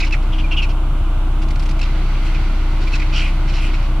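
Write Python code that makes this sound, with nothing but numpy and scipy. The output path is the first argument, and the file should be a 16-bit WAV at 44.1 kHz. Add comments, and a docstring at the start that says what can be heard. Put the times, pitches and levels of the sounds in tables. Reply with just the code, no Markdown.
"""Vultures squabbling over a carcass in dry grass, in stereo from a vehicle with its engine idling.
Air forced through throat and open bill makes short rasping squawks and longer hisses; there is
one dry cackle, and feathers brush the grass. The rest of the flock hisses farther off.
Close to the microphone the engine throbs with its firing pulses and the fan hums and rushes."""
import sys
import numpy as np
from scipy import signal
from scipy.fft import rfft, irfft
from scipy.io import wavfile

SR = 44100
rng = np.random.default_rng(int(sys.argv[2]) if len(sys.argv) > 2 else 0)


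def pcm_store(signal):
    """Save signal as 16-bit PCM."""
    levels = np.round(np.clip(np.atleast_2d(signal), -1, 1) * 32767)
    wavfile.write(sys.argv[1], SR, levels.astype(np.int16).T)


N = 176400
TIME = np.arange(N) / SR

# Squawks at the carcass: (start [s], length [s], level [dB], pitch [Hz], rasp [0-1], sag [octaves],
# breath level [dB], left over right [dB])
SQUAWK_CALLS = [(0.0, 0.022, -24.5, 2550, 0.34, 0.13, -30, -2.5),
                (0.021, 0.03, -22.5, 2520, 0.56, 0.16, -39, -3),
                (.044, 0.021, -36.5, 2450, 1, .02, -36, -3), (.062, 0.028, -34, 2650, .8, .1, -39, -1),
                (0.107, 0.012, -33, 2500, 1, .05, -42, -3), (.122, 0.02, -21, 2627, 0.06, 0.024, -34.5, -4),
                (.136, 0.022, -26, 2200, 0.98, 0.059, -39.5, -3),
                (.224, .022, -56, 2700, 0.7, .05, -49, -1), (.322, 0.045, -33.5, 2950, 0.8, 0.018, -51, 1),
                (.379, 0.04, -31, 2940, 1, 0.022, -47, 1), (0.435, 0.036, -31.5, 2430, 0, 0.052, -53, -2),
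                (.509, 0.044, -23, 2766, 0.42, 0.05, -42.5, -2),
                (.564, 0.05, -20, 2945, 0.43, 0.1, -43, -2),
                (0.616, 0.045, -26.5, 2620, 0.4, 0.095, -39, -1.5),
                (.688, .038, -38, 2850, 0.8, .05, -45, -3), (1.813, 0.011, -28, 2660, 0.1, .04, -33, -1.5),
                (1.825, 0.023, -31, 2560, 0.9, 0.053, -37.5, -1.5),
                (1.848, 0.024, -37, 2400, 0.6, .08, -45, -4), (2.255, 0.041, -39, 2700, 1, .03, -46, -1),
                (2.341, 0.032, -33, 2520, 0.36, 0.033, -44, -3),
                (2.869, .025, -31, 2400, 0.2, 0.036, -41.5, -1),
                (2.917, 0.06, -37, 2550, 0.87, 0.034, -37, 3),
                (2.935, 0.017, -21.5, 2600, 0.18, 0.021, -47, -2),
                (2.951, 0.017, -55, 2400, 0.92, .1, -36, -2),
                (2.994, 0.02, -31.5, 2480, 0.45, .02, -40, -2),
                (3.014, 0.025, -30, 2380, 0.75, 0.11, -44, -4),
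                (3.732, .036, -36, 2550, 0.9, 0.027, -43.5, -2)]
# Throaty hisses: (start [s], length [s], level [dB], throat resonance [Hz], sag [octaves],
# breath level [dB])
HISS_CALLS = [(2.802, 0.056, -46, 2620, .05, -42), (3.121, 0.11, -25.5, 2762, 0.061, -33.5),
              (3.17, 0.15, -28, 2580, .14, -42.5), (3.471, .06, -36.5, 2650, 0.018, -41.5),
              (3.522, .09, -34.5, 2615, 0.105, -38.5), (3.576, 0.14, -32.5, 2664, 0.012, -47),
              (3.817, .06, -49, 2670, .03, -51)]
# Mouth and bill resonances: (multiple of the throat pitch [ratio], level against the breath [dB])
BILL_MODES = [(1.6, -3), (1.999, -7.5)]
# Creaks of the cackle, and feathers on grass: (start [s], length [s], level [dB])
CACKLE_CREAKS = [(1.414, 0.036, -40), (1.481, 0.015, -39.5), (1.503, 0.018, -36.5), (1.554, .013, -37.5),
                 (1.592, 0.02, -35.5), (1.622, 0.024, -37.5), (1.655, .018, -36), (1.685, 0.024, -35.5),
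                 (1.708, 0.015, -35.5), (1.79, 0.017, -37)]
FEATHER_STROKES = [(1.755, .08, -62), (2.245, 0.046, -50), (3.19, 0.15, -51), (3.605, 0.084, -45.5)]
# Hiss of the distant flock: (time [s], level [dB])
FLOCK_LEVELS = [(0, -48), (.4, -43), (.75, -49), (1.35, -47), (1.76, -44.5), (1.86, -39), (2.02, -38.5),
                (2.35, -37.5), (2.7, -39.5), (3.0, -37), (3.42, -40.5), (3.7, -37), (3.85, -39.5),
                (3.94, -43.5)]
# Engine orders: (multiple of the firing rate [ratio], level [dB])
FIRING_ORDERS = [(1, -14.5), (2, -26.5), (3, -60.5), (4, -36.5), (7, -48.5)]
# Hum of fan and belt: (frequency [Hz], level [dB])
FAN_HUMS = [(313.6, -39), (254, -48.5), (551.5, -55), (655, -55)]
# Colour of each noise at the microphone: (frequency [Hz], relative level [dB])
BREATH_SPECTRUM = [(500, -28), (1000, -34), (1420, 14), (1700, 4.5), (2200, 1), (3400, 2.5), (4400, 2.5),
                   (5600, 2.5), (6500, -5), (7500, -6), (8300, -18), (10500, -14.5), (11500, -36),
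                   (15500, -34)]
CREAK_SPECTRUM = [(1000, -14), (1800, 1.5), (2450, 11), (2900, 1), (4600, 2.5), (6500, -6), (8500, -13),
                  (10500, -15), (12000, -28), (15500, -29)]
FEATHER_SPECTRUM = [(2000, -22), (5000, -2), (7500, 6), (10300, 1), (11500, -12), (13500, -8), (15500, -13)]
FLOCK_SPECTRUM = [(700, -17), (1400, 4.5), (1750, 0.5), (2100, 6.5), (2600, 2.5), (3500, -3.5), (4500, -3),
                  (5200, -12), (5800, -10), (6600, -19.5), (7500, -21), (8300, -28), (15000, -37)]
RUMBLE_SPECTRUM = [(12, -33), (35, -4), (55, -2.5), (80, 3.5), (105, 0.5), (138, 3), (165, -4), (200, -7),
                   (280, -13), (330, -8), (400, -16), (500, -27.5), (900, -54.5)]
FAN_SPECTRUM = [(200, -6), (480, -4.5), (660, 2.5), (800, 2), (1050, 2), (1450, 0), (1850, -18.5),
                (2200, -14), (2900, -8.5), (3800, -16.5), (4400, -36), (6000, -31), (12000, -53)]
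AIR_SPECTRUM = [(1000, -16), (4000, -7), (6200, -1), (7400, 3.5), (8300, 1.5), (10400, 5), (11200, -10),
                (13500, -0.5), (15500, -19)]
# Stereo width of the noises: (frequency [Hz], side over mid [dB])
BREATH_WIDTH = [(2000, -11), (6000, -4)]
FLOCK_WIDTH = [(2000, -7), (6000, 1)]
ENGINE_WIDTH = [(40, -18), (130, -24), (300, -17), (550, -14), (1000, -11.5), (3000, -0.5), (6000, -3)]
AIR_WIDTH = [(2000, 19.5), (9000, 0.2)]

ATTACK_SHARE, HISS_ATTACK_SHARE, RELEASE_SHARE = 0.322, 0.512, 0.74   # of a sound's length
PITCH_ARCH, WOBBLE_OCTAVES = 0.249, 0.0618
HISS_PAN_DB, BREATH_PAN_DB, FLOCK_PAN_DB = -2.2, -1.8, -1.8   # all a little right of centre
FIRING_HZ, FIRST_FIRING_S, IDLE_WANDER, THROB_DEPTH = 30.67, 0.023, 0.002, 0.18
RUMBLE_DB, FAN_DB, AIR_DB = -29, -36, -54.5


def squawks():
    """Short, fast-starting calls at the carcass, from clean whistle to full rasp."""
    return throat(SQUAWK_CALLS, width_hz=450, attack=ATTACK_SHARE)


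def hisses():
    """Calls from the same spot that swell more slowly and are all rasp."""
    rows = [(start, length, db, hz, 1, sag, breath_db, HISS_PAN_DB)
            for start, length, db, hz, sag, breath_db in HISS_CALLS]
    return throat(rows, width_hz=440, attack=HISS_ATTACK_SHARE)


def throat(rows, width_hz, attack):
    """A sagging throat whistle, part tone and part turbulence, with fluttering air through the bill."""
    out = np.zeros((2, N))
    wobble = WOBBLE_OCTAVES * drift(168)
    stir = turbulence(width_hz)
    beat = flutter(hz=361.4, depth=0.45)
    air = from_db(-0.5) * noise(BREATH_SPECTRUM, BREATH_WIDTH)
    bill = [(ratio, from_db(db) * turbulence(width_hz=460)) for ratio, db in BILL_MODES]
    for start, length, db, hz, rasp, sag, breath_db, pan_db in rows:
        at, progress, envelope = swell(start, length, attack)
        past_attack = progress - attack
        octaves = -sag * past_attack - PITCH_ARCH * past_attack ** 2 + rasp * wobble[at]
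        phase = phase_of(hz * 2 ** octaves)
        strength = np.sqrt(2 * (1 - rasp)) + np.sqrt(rasp) * stir[at]
        whistle = np.real(strength * np.exp(1j * phase))
        voice = from_db(db) * rms_one(whistle * beat[at] ** rasp)
        ringing = sum(np.real(ring[at] * np.exp(1j * ratio * phase)) for ratio, ring in bill)
        breath = pan(BREATH_PAN_DB) * from_db(breath_db) * beat[at] * (air[:, at] + ringing)
        out[:, at] += envelope * pan(pan_db) * (voice + breath)
    return out


def turbulence(width_hz):
    """Random strength and phase of a resonance stirred by air."""
    return drift(width_hz) + 1j * drift(width_hz)


def flutter(hz, depth, jitter=0.2496):
    """Uneven beating that chops the airflow."""
    phase = phase_of(hz * (1 + jitter * drift(hz / 2)))
    return rms_one(np.exp(depth * np.cos(phase)))


def cackle():
    """A run of dry creaks, each a burst of chopped breath."""
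    pulses = bursts(CACKLE_CREAKS) * flutter(hz=267.6, depth=1.05)
    return pan(FLOCK_PAN_DB) * pulses * noise(CREAK_SPECTRUM, BREATH_WIDTH)


def feathers():
    """Feathers brush the dry grass: faint, grainy strokes, wide in the image."""
    grain = from_db(3.8 * drift(200))
    return bursts(FEATHER_STROKES) * grain * noise(FEATHER_SPECTRUM, AIR_WIDTH)


def distant_flock():
    """The other birds, farther from the microphone, merge into one wavering hiss."""
    level_db = np.interp(TIME, *np.transpose(FLOCK_LEVELS)) + 0.38 * drift(57)
    return pan(FLOCK_PAN_DB) * from_db(level_db) * noise(FLOCK_SPECTRUM, FLOCK_WIDTH)


def scatter(sound, level_db=-9, t60_s=0.18):
    """Faint, quickly dying reflections reach the microphone from trunks and ground."""
    t = np.arange(SR // 2) / SR
    tail = rng.standard_normal((2, len(t))) * from_db(-60 * t / t60_s)
    tail /= np.sqrt(np.sum(tail ** 2, axis=1, keepdims=True))
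    return from_db(level_db) * signal.fftconvolve(sound, tail, axes=1)[:, :N]


def engine():
    """Close by: firing pulses, a body rumble that throbs with them, and the fan's hum and rush."""
    speed = 1 + IDLE_WANDER * drift(1.7)
    firing = phase_of(FIRING_HZ * speed) - 2 * np.pi * FIRING_HZ * FIRST_FIRING_S
    pulses = -sum(from_db(db) * np.cos(order * firing) for order, db in FIRING_ORDERS)
    hum = sum(from_db(db + 1.5 * drift(6.6)) * np.sin(phase_of(hz * speed)) for hz, db in FAN_HUMS)
    throb = 1 - THROB_DEPTH * np.cos(firing)
    rumble = from_db(RUMBLE_DB) * throb * noise(RUMBLE_SPECTRUM, ENGINE_WIDTH)
    rush = from_db(FAN_DB) * noise(FAN_SPECTRUM, ENGINE_WIDTH)
    return pan(0.41) * (np.sqrt(2) * (pulses + hum) + rumble) + rush


def airy_floor():
    """A faint, wide, high hiss behind everything."""
    return from_db(AIR_DB) * noise(AIR_SPECTRUM, AIR_WIDTH)


def swell(start, length, attack):
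    """Sample indices of one sound, progress through it (0-1) and its rounded envelope."""
    at = np.arange(max(int(start * SR), 0), min(int((start + length) * SR), N))
    progress = (at / SR - start) / length
    ramp = np.clip(np.minimum(progress / attack, (1 - progress) / RELEASE_SHARE), 1e-9, 1)
    return at, progress, np.sin(ramp * np.pi / 2) ** 0.73


def bursts(rows):
    """Summed envelopes of (start [s], length [s], level [dB]) rows."""
    out = np.zeros(N)
    for start, length, db in rows:
        at, _, envelope = swell(start, length, ATTACK_SHARE)
        out[at] += from_db(db) * envelope
    return out


def noise(spectrum, spread):
    """Mid-side noise of a given colour and width, as left and right at unit rms."""
    log_hz = np.log(np.fft.rfftfreq(N, 1 / SR) + 1)
    gain, width = [from_db(np.interp(log_hz, np.log(hz), db))
                   for hz, db in (np.transpose(spectrum), np.transpose(spread))]
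    mid, side = rfft(rng.standard_normal((2, N))) * gain
    return rms_one(irfft(np.array([mid + width * side, mid - width * side]), N))


def drift(hz):
    """Random motion up to about the given rate, at unit rms."""
    rolloff = 1 + (np.fft.rfftfreq(N, 1 / SR) / hz) ** 4
    return rms_one(irfft(rfft(rng.standard_normal(N)) / rolloff, N))


def phase_of(hz):
    """Running phase of a changing frequency."""
    return 2 * np.pi * np.cumsum(hz) / SR


def pan(db):
    """Channel gains for a level difference, left over right."""
    return from_db(np.array([[db], [-db]]) / 2)


def from_db(db):
    """Decibels to gain."""
    return 10 ** (np.asarray(db) / 20)


def rms_one(x):
    """Scale to unit rms."""
    return x / np.sqrt(np.mean(x ** 2) + 1e-20)


def scene():
    """From the vehicle: birds out in the grass, their reflections, and the engine underneath."""
    birds = squawks() + hisses() + cackle() + distant_flock() + feathers()
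    return birds + scatter(birds) + engine() + airy_floor()


def record(dry, cutoff_hz=15700):
    """The microphone signal, with the top cut steeply."""
    return signal.sosfilt(signal.ellip(10, 0.1, 80, cutoff_hz, fs=SR, output="sos"), dry)


dry = scene()
out = record(dry)
pcm_store(out)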